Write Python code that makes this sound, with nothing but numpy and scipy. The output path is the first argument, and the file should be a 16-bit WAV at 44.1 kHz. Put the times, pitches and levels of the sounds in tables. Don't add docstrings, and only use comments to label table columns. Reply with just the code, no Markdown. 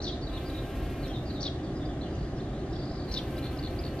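import sys
import numpy as np
from scipy import signal
from scipy.fft import rfft, irfft
from scipy.io import wavfile

SR = 44100
rng = np.random.default_rng(int(sys.argv[2]) if len(sys.argv) > 2 else 0)


def materialize(psi):
    bounded = np.clip(np.atleast_2d(psi).T, -1, 1)
    quanta = np.round(bounded * 32767).astype(np.int16)
    wavfile.write(sys.argv[1], SR, quanta)


N = 176400
T = np.arange(N) / SR


def from_db(db):
    return 10 ** (np.asarray(db) / 20)


def unit_rms(x):
    return x / np.sqrt(np.mean(x ** 2) + 1e-20)


def at_hz(points, hz):
    f, value = np.transpose(points)
    return np.interp(np.log(np.maximum(hz, 1)), np.log(f), value)


def drift(rate_hz):
    pole = np.exp(-2 * np.pi * rate_hz / SR)
    return unit_rms(signal.lfilter([1], [1, -2 * pole, pole * pole], rng.standard_normal(N + SR))[SR:])


def coloured(x, spectrum):
    return irfft(rfft(x) * from_db(at_hz(spectrum, np.arange(N // 2 + 1) * SR / N)), N)


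def noise(spectrum):
    return unit_rms(coloured(rng.standard_normal(N), spectrum))


def filtered(x, order, edge_hz, kind="low"):
    return signal.sosfilt(signal.butter(order, edge_hz, kind, fs=SR, output="sos"), x)


def placed(x, pan_db=0, lead_s=0):
    hz = np.arange(N // 2 + 1) * SR / N
    late = irfft(rfft(x) * np.exp(-2j * np.pi * hz * lead_s), N)
    return np.array([x * from_db(pan_db / 2), late * from_db(-pan_db / 2)])


def phase_rad(hz):
    return 2 * np.pi * np.cumsum(hz) / SR


def add(track, start_s, sound):
    i = max(int(start_s * SR), 0)
    track[i:i + len(sound)] += sound[:max(N - i, 0)]


def excerpt(x, start_s, samples):
    return np.roll(x, -int(start_s * SR))[:samples]


# (frequency [Hz], relative density [dB])
TRAFFIC_SPECTRUM = [(20, -14), (33, -16), (43, 3.5), (52, 0.5), (85, 0), (108, -4), (135, 0), (170, -7.5),
                    (240, -7.5), (305, -2.5), (338, -6), (378, -5), (450, -16.5), (560, -14.5), (720, -14),
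                    (810, -19), (900, -28), (1150, -25.5), (1400, -30.5), (1850, -30), (2400, -41),
                    (3600, -40.5), (4800, -46), (6000, -46.5), (8000, -51.5), (11000, -60), (16000, -64)]
# (frequency [Hz], side minus mid [dB])
TRAFFIC_WIDTH = [(40, -60), (90, -61), (180, -27), (350, -19.5), (700, -15), (1400, -5), (3000, -0.5),
                 (8000, 1.5)]
# (frequency [Hz], left gain [dB])
TRAFFIC_BALANCE = [(170, 0), (330, -.7), (700, -.5), (1300, .1), (2500, 1.5), (7000, 0)]
# (time [s], gain [dB])
TRAFFIC_SWELL = [(0, -2.5), (.8, -2), (1.7, 1.5), (2.8, 0.5), (4, -1)]


def traffic(level_db=-33.5, swell_band_hz=(146, 286)):
    side = coloured(noise(TRAFFIC_SPECTRUM), TRAFFIC_WIDTH)
    mid = noise(TRAFFIC_SPECTRUM)
    swell = from_db(np.interp(T, *np.transpose(TRAFFIC_SWELL)))
    mid = mid + (swell - 1) * filtered(mid, 1, swell_band_hz, "band")
    left, right = placed(mid, lead_s=30e-6)
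    return from_db(level_db) * np.array([coloured(left + side, TRAFFIC_BALANCE), right - side])


# (frequency [Hz], relative level [dB])
BUZZ_SPECTRUM = [(260, -54), (525, -52.5), (790, -63), (1050, -60), (1310, -62.5), (1570, -58.5),
                 (1835, -66), (2100, -64), (2360, -60), (2620, -63), (2880, -60), (3150, -69),
                 (4200, -76.5), (6000, -83)]


def wing_buzz(beat_rad, mean_hz, flicker_db=2.4):
    out = np.zeros(N)
    for k in range(1, 20):
        rms = from_db(at_hz(BUZZ_SPECTRUM, k * mean_hz) + flicker_db * drift(8.5))
        out += np.sqrt(2) * rms * np.sin(k * beat_rad + rng.uniform(0, 2 * np.pi))
    return out


def far_bee(wingbeat_hz=264.8, wander=.015, cutoff_hz=2200, gain_db=-10):
    beat_rad = phase_rad(wingbeat_hz * (1 + wander * drift(3.06)))
    return from_db(gain_db) * filtered(wing_buzz(beat_rad, wingbeat_hz), 2, cutoff_hz)


def scatter(x, t60_s=.35, gap_s=.003):
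    t = T[:SR // 2]
    tails = rng.standard_normal((2, len(t))) * from_db(-60 * t / t60_s) * (t > gap_s)
    tails /= np.sqrt(np.sum(tails ** 2, axis=1, keepdims=True))
    return signal.fftconvolve(x[None], tails, axes=1)[:, :N]


BIRD_LEAD_S = 50e-6


def in_foliage(x, echo_db, pan_db=0):
    return placed(x, pan_db, BIRD_LEAD_S) + from_db(echo_db) * scatter(x)


def twitter(notes_per_s=110, centre_hz=3700, note_s=.0298, gain_db=-66):
    out, u = np.zeros(N), np.linspace(0, 1, int(note_s * SR))
    for when, pitch, glide, strength in rng.random((int(notes_per_s * N / SR), 4)):
        octaves = .8 * (pitch - .5) + (glide - .5) * (u - .5)
        envelope = from_db(gain_db) * (.5 + strength) * np.sin(np.pi * u)
        add(out, when * N / SR, envelope * np.sin(phase_rad(centre_hz * 2 ** octaves)))
    return in_foliage(out, echo_db=-1.5)


# (start [s], length [s], first pitch [Hz], last pitch [Hz], level [dB])
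SLURS = [(.002, 0.007, 3940, 4480, -38.5), (0.115, 0.0362, 4164, 3420, -42),
         (0.211, 0.047, 4980, 4230, -45), (0.269, 0.014, 3590, 4020, -43), (0.29, 0.016, 3150, 3460, -49),
         (0.321, 0.056, 3870, 4050, -46), (0.361, 0.032, 3900, 3050, -44.5), (0.445, .055, 4700, 4630, -50),
         (0.497, 0.01, 3600, 4030, -42.5), (0.545, 0.014, 3620, 4080, -44),
         (0.559, 0.051, 4090, 3450, -45.5), (1.023, 0.048, 4410, 3460, -46),
         (1.074, 0.015, 5490, 5700, -50.5), (1.08, 0.059, 3630, 2920, -49),
         (1.122, 0.078, 3930, 3510, -44.5), (1.251, 0.055, 4870, 4500, -48),
         (1.297, 0.021, 3650, 4720, -44), (1.33, 0.097, 4180, 3410, -48.5), (1.629, 0.039, 4950, 4300, -56),
         (1.623, 0.1, 3590, 3370, -57.5), (1.747, 0.042, 5130, 4760, -54.5),
         (1.79, 0.09, 3640, 3550, -52.5), (1.848, 0.019, 4630, 5060, -50), (1.879, 0.05, 3600, 3220, -53.5),
         (2.01, 0.0141, 3380, 4520, -43.5), (2.026, 0.019, 3060, 3770, -48),
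         (2.039, 0.058, 3150, 2850, -53), (2.116, 0.091, 2870, 2770, -58.5),
         (2.142, 0.022, 5300, 6800, -56.5), (2.356, 0.043, 5600, 4680, -57.5),
         (2.39, 0.029, 3480, 4320, -50.5), (2.43, .14, 3520, 3500, -63), (2.729, 0.015, 3260, 4260, -51),
         (2.755, 0.013, 3240, 3620, -50), (2.81, 0.017, 3400, 3680, -53), (3.068, 0.071, 4310, 4070, -47.5),
         (3.985, 0.021, 4330, 4650, -48.5)]


def slurs(flicks_per_s=70, flick_depth=.04, roughness=.036):
    out, jitter = np.zeros(N), roughness * drift(223)
    for start_s, length_s, first_hz, last_hz, db in SLURS:
        u = np.linspace(0, 1, int(length_s * SR))
        flicks = flick_depth * signal.sawtooth(2 * np.pi * flicks_per_s * length_s * u, width=.25)
        hz = (first_hz + (last_hz - first_hz) * u) * (1 + flicks + excerpt(jitter, start_s, len(u)))
        add(out, start_s, from_db(db) * np.sin(np.pi * u) * np.sin(phase_rad(hz)))
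    return in_foliage(out, echo_db=-1.5)


# (start [s], length [s], first pitch [Hz], last pitch [Hz], flick rate [1/s],
# level [dB], direct gain [dB])
TRILLS = [(2.041, 0.12, 4530, 4800, 70, -55.5, -5), (2.162, 0.14, 4850, 4600, 56, -56.5, 0.5),
          (2.515, 0.12, 3900, 3940, 76, -56.5, 2.5), (2.713, 0.15, 5000, 4570, 30, -46, -4),
          (2.827, 0.25, 4910, 4620, 49, -49, -0.5), (3.422, 0.064, 4130, 4200, 80, -41, -2),
          (3.622, 0.062, 4330, 4200, 86, -42.5, 2.5), (3.831, 0.055, 4460, 4290, 74, -44.5, 2.5)]


def trills(flick_span_hz=950, lower_ratio=.85, lower_db=-6, echo_db=-2):
    sung, direct = np.zeros(N), np.zeros(N)
    waver = .023 * drift(190) + .02 * drift(27.5)
    pace = 1 + .1 * drift(25)
    for start_s, length_s, first_hz, last_hz, flicks_per_s, db, direct_db in TRILLS:
        t = T[:int(length_s * SR)]
        flick = np.cumsum(flicks_per_s * excerpt(pace, start_s, len(t))) / SR % 1
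        hz = first_hz + (last_hz - first_hz) * t / length_s + flick_span_hz * (flick - .5)
        phase = phase_rad(hz * (1 + excerpt(waver, start_s, len(t))))
        voices = np.sin(phase) + from_db(lower_db) * np.sin(lower_ratio * phase)
        run = from_db(db) * signal.windows.tukey(len(t), .35) * np.sin(np.pi * flick) ** 2 * voices
        add(sung, start_s, run)
        add(direct, start_s, from_db(direct_db) * run)
    return placed(direct, pan_db=.7, lead_s=BIRD_LEAD_S) + from_db(echo_db) * scatter(sung)


# (start [s], length [s], first pitch [Hz], last pitch [Hz], level [dB])
CHIPS = [(3.363, .015, 4500, 5370, -50), (3.376, 0.018, 3500, 4540, -44), (3.569, 0.013, 4620, 5450, -47),
         (3.583, .021, 3700, 5230, -40), (3.784, .016, 4060, 5400, -40.5), (3.795, 0.011, 4750, 5200, -45)]


def chips():
    out = np.zeros(N)
    for start_s, length_s, first_hz, last_hz, db in CHIPS:
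        u = np.linspace(0, 1, int(length_s * SR))
        hz = first_hz + (last_hz - first_hz) * u
        add(out, start_s, from_db(db) * np.sin(np.pi * u) ** 2 * np.sin(phase_rad(hz)))
    return in_foliage(out, echo_db=-8.5)


# (time from onset [s], pitch [Hz], relative level [dB])
CHIRP_CONTOUR = [(0, 4160, -17.5), (.01, 4530, -8.5), (.016, 5545, -12.5), (0.024, 5820, -11.5),
                 (.028, 5500, -15), (.031, 4290, 2.5), (.035, 4460, -8), (0.038, 5000, -9),
                 (0.041, 3670, -4), (.048, 4616, -14), (.055, 3765, -3), (0.059, 3576, -6),
                 (.067, 3704, 1.5), (.072, 4595, -9.5), (0.075, 3650, -5), (0.081, 3334, -6.5),
                 (0.09, 3130, -15)]
# (start [s], gain [dB], time stretch [ratio], echo gain [dB])
CHIRPS = [(.012, -32.5, 1.04, -2), (1.399, -29.5, 1.02, -7.5), (3.11, -30, 1.0, -8)]


def near_bird(upper_ratio=1.33, upper_db=-11.5, bounce_s=.009, bounce_db=-10, cutoff_hz=6800):
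    out = np.zeros((2, N))
    pitch_jitter, rasp = 1 + .04 * drift(600), 1 + .22 * drift(700)
    times_s, hz, db = np.transpose(CHIRP_CONTOUR)
    for start_s, gain_db, stretch, echo_db in CHIRPS:
        t = T[:int(times_s[-1] * stretch * SR)] / stretch
        phase = phase_rad(np.interp(t, times_s, hz) * excerpt(pitch_jitter, start_s, len(t)))
        voices = np.sin(phase) + from_db(upper_db) * np.sin(upper_ratio * phase)
        envelope = from_db(gain_db + np.interp(t, times_s, db)) * signal.windows.tukey(len(t), .1)
        chirp = voices * excerpt(rasp, start_s, len(t)) * envelope
        call = np.zeros(N)
        add(call, start_s, chirp)
        add(call, start_s + bounce_s, from_db(bounce_db) * chirp)
        out += in_foliage(call, echo_db, pan_db=3.5)
    return filtered(out, 8, cutoff_hz)


# (time [s], gain [dB])
FLIGHTS = [
    [(0.26, -21), (0.335, -5.5), (0.5, -5.5), (0.62, -4), (0.69, -4.8), (0.8, -3), (0.91, -4.5), (1.07, -5),
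     (1.19, -15), (1.37, -14.5)],
    [(3.05, -16), (3.13, -1.5), (3.25, -4), (3.36, -2.5), (3.45, -3), (3.54, -4), (3.63, -5.5), (3.7, -5),
     (3.86, -4.5), (4.0, -6.5)],
]
# (time [s], rate [Hz])
WINGBEAT = [(.3, 258), (.42, 260), (.55, 268), (.62, 265), (.78, 269), (.9, 272), (1.03, 267), (1.15, 250),
            (3.1, 259), (3.22, 254), (3.33, 259), (3.46, 262), (3.65, 258), (3.8, 258), (4, 263)]
# (frequency [Hz], relative density [dB])
RASP_SPECTRUM = [(1200, -31), (2100, 4), (2450, 5.5), (3000, -3), (3500, -9), (5000, -13)]
# (frequency [Hz], relative density [dB])
AIR_SPECTRUM = [(800, -7), (2000, 10), (3200, 11), (5000, 0.5), (7000, -5), (9500, -2.5), (13000, 0),
                (14500, -3.5), (16000, -17)]


def near_bee(buzz_db=2.2, rasp_db=-58.5, air_db=-54.5, flutter_db=2, air_width=.27, fade_s=.014):
    arrival, departure = FLIGHTS
    enter_s, land_s, takeoff_s = arrival[0][0], arrival[-1][0], departure[0][0]
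    resting_s = np.minimum(T - land_s, takeoff_s - T)
    flying = np.clip(1 - np.maximum(resting_s, enter_s - T) / fade_s, 0, 1)
    envelope = flying * from_db(np.interp(T, *np.transpose(arrival + departure)))
    leaving = T > (land_s + takeoff_s) / 2

    hz = np.interp(T, *np.transpose(WINGBEAT))
    wobble = np.where(leaving, .01, .003) * drift(30.1)
    jitter_rad = .03 * drift(170)
    beat_rad = phase_rad(hz * (1 + wobble)) + jitter_rad

    buzz = from_db(buzz_db) * wing_buzz(beat_rad, hz.mean())
    bursts = unit_rms(np.exp(1.6 * np.cos(beat_rad)))
    buzz += from_db(rasp_db) * bursts * noise(RASP_SPECTRUM)
    buzz = np.where(leaving, filtered(buzz, 1, edge_hz=2580), buzz)

    puffs = unit_rms(np.exp(.26 * np.cos(beat_rad))) * from_db(air_db + flutter_db * drift(23))
    mid, side = noise(AIR_SPECTRUM), air_width * noise(AIR_SPECTRUM)
    air = puffs * np.array([mid + side, mid - side])
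    return envelope * (placed(buzz, pan_db=1.8) + air)


def scene():
    return traffic() + near_bee() + far_bee() + near_bird() + slurs() + chips() + trills() + twitter()


def record(dry):
    fade_s, cutoff_hz = .004, 15400
    lowpass = signal.ellip(10, .1, 80, cutoff_hz, fs=SR, output="sos")
    return signal.sosfilt(lowpass, dry * np.minimum(T / fade_s, 1))


dry = scene()
out = record(dry)
materialize(out)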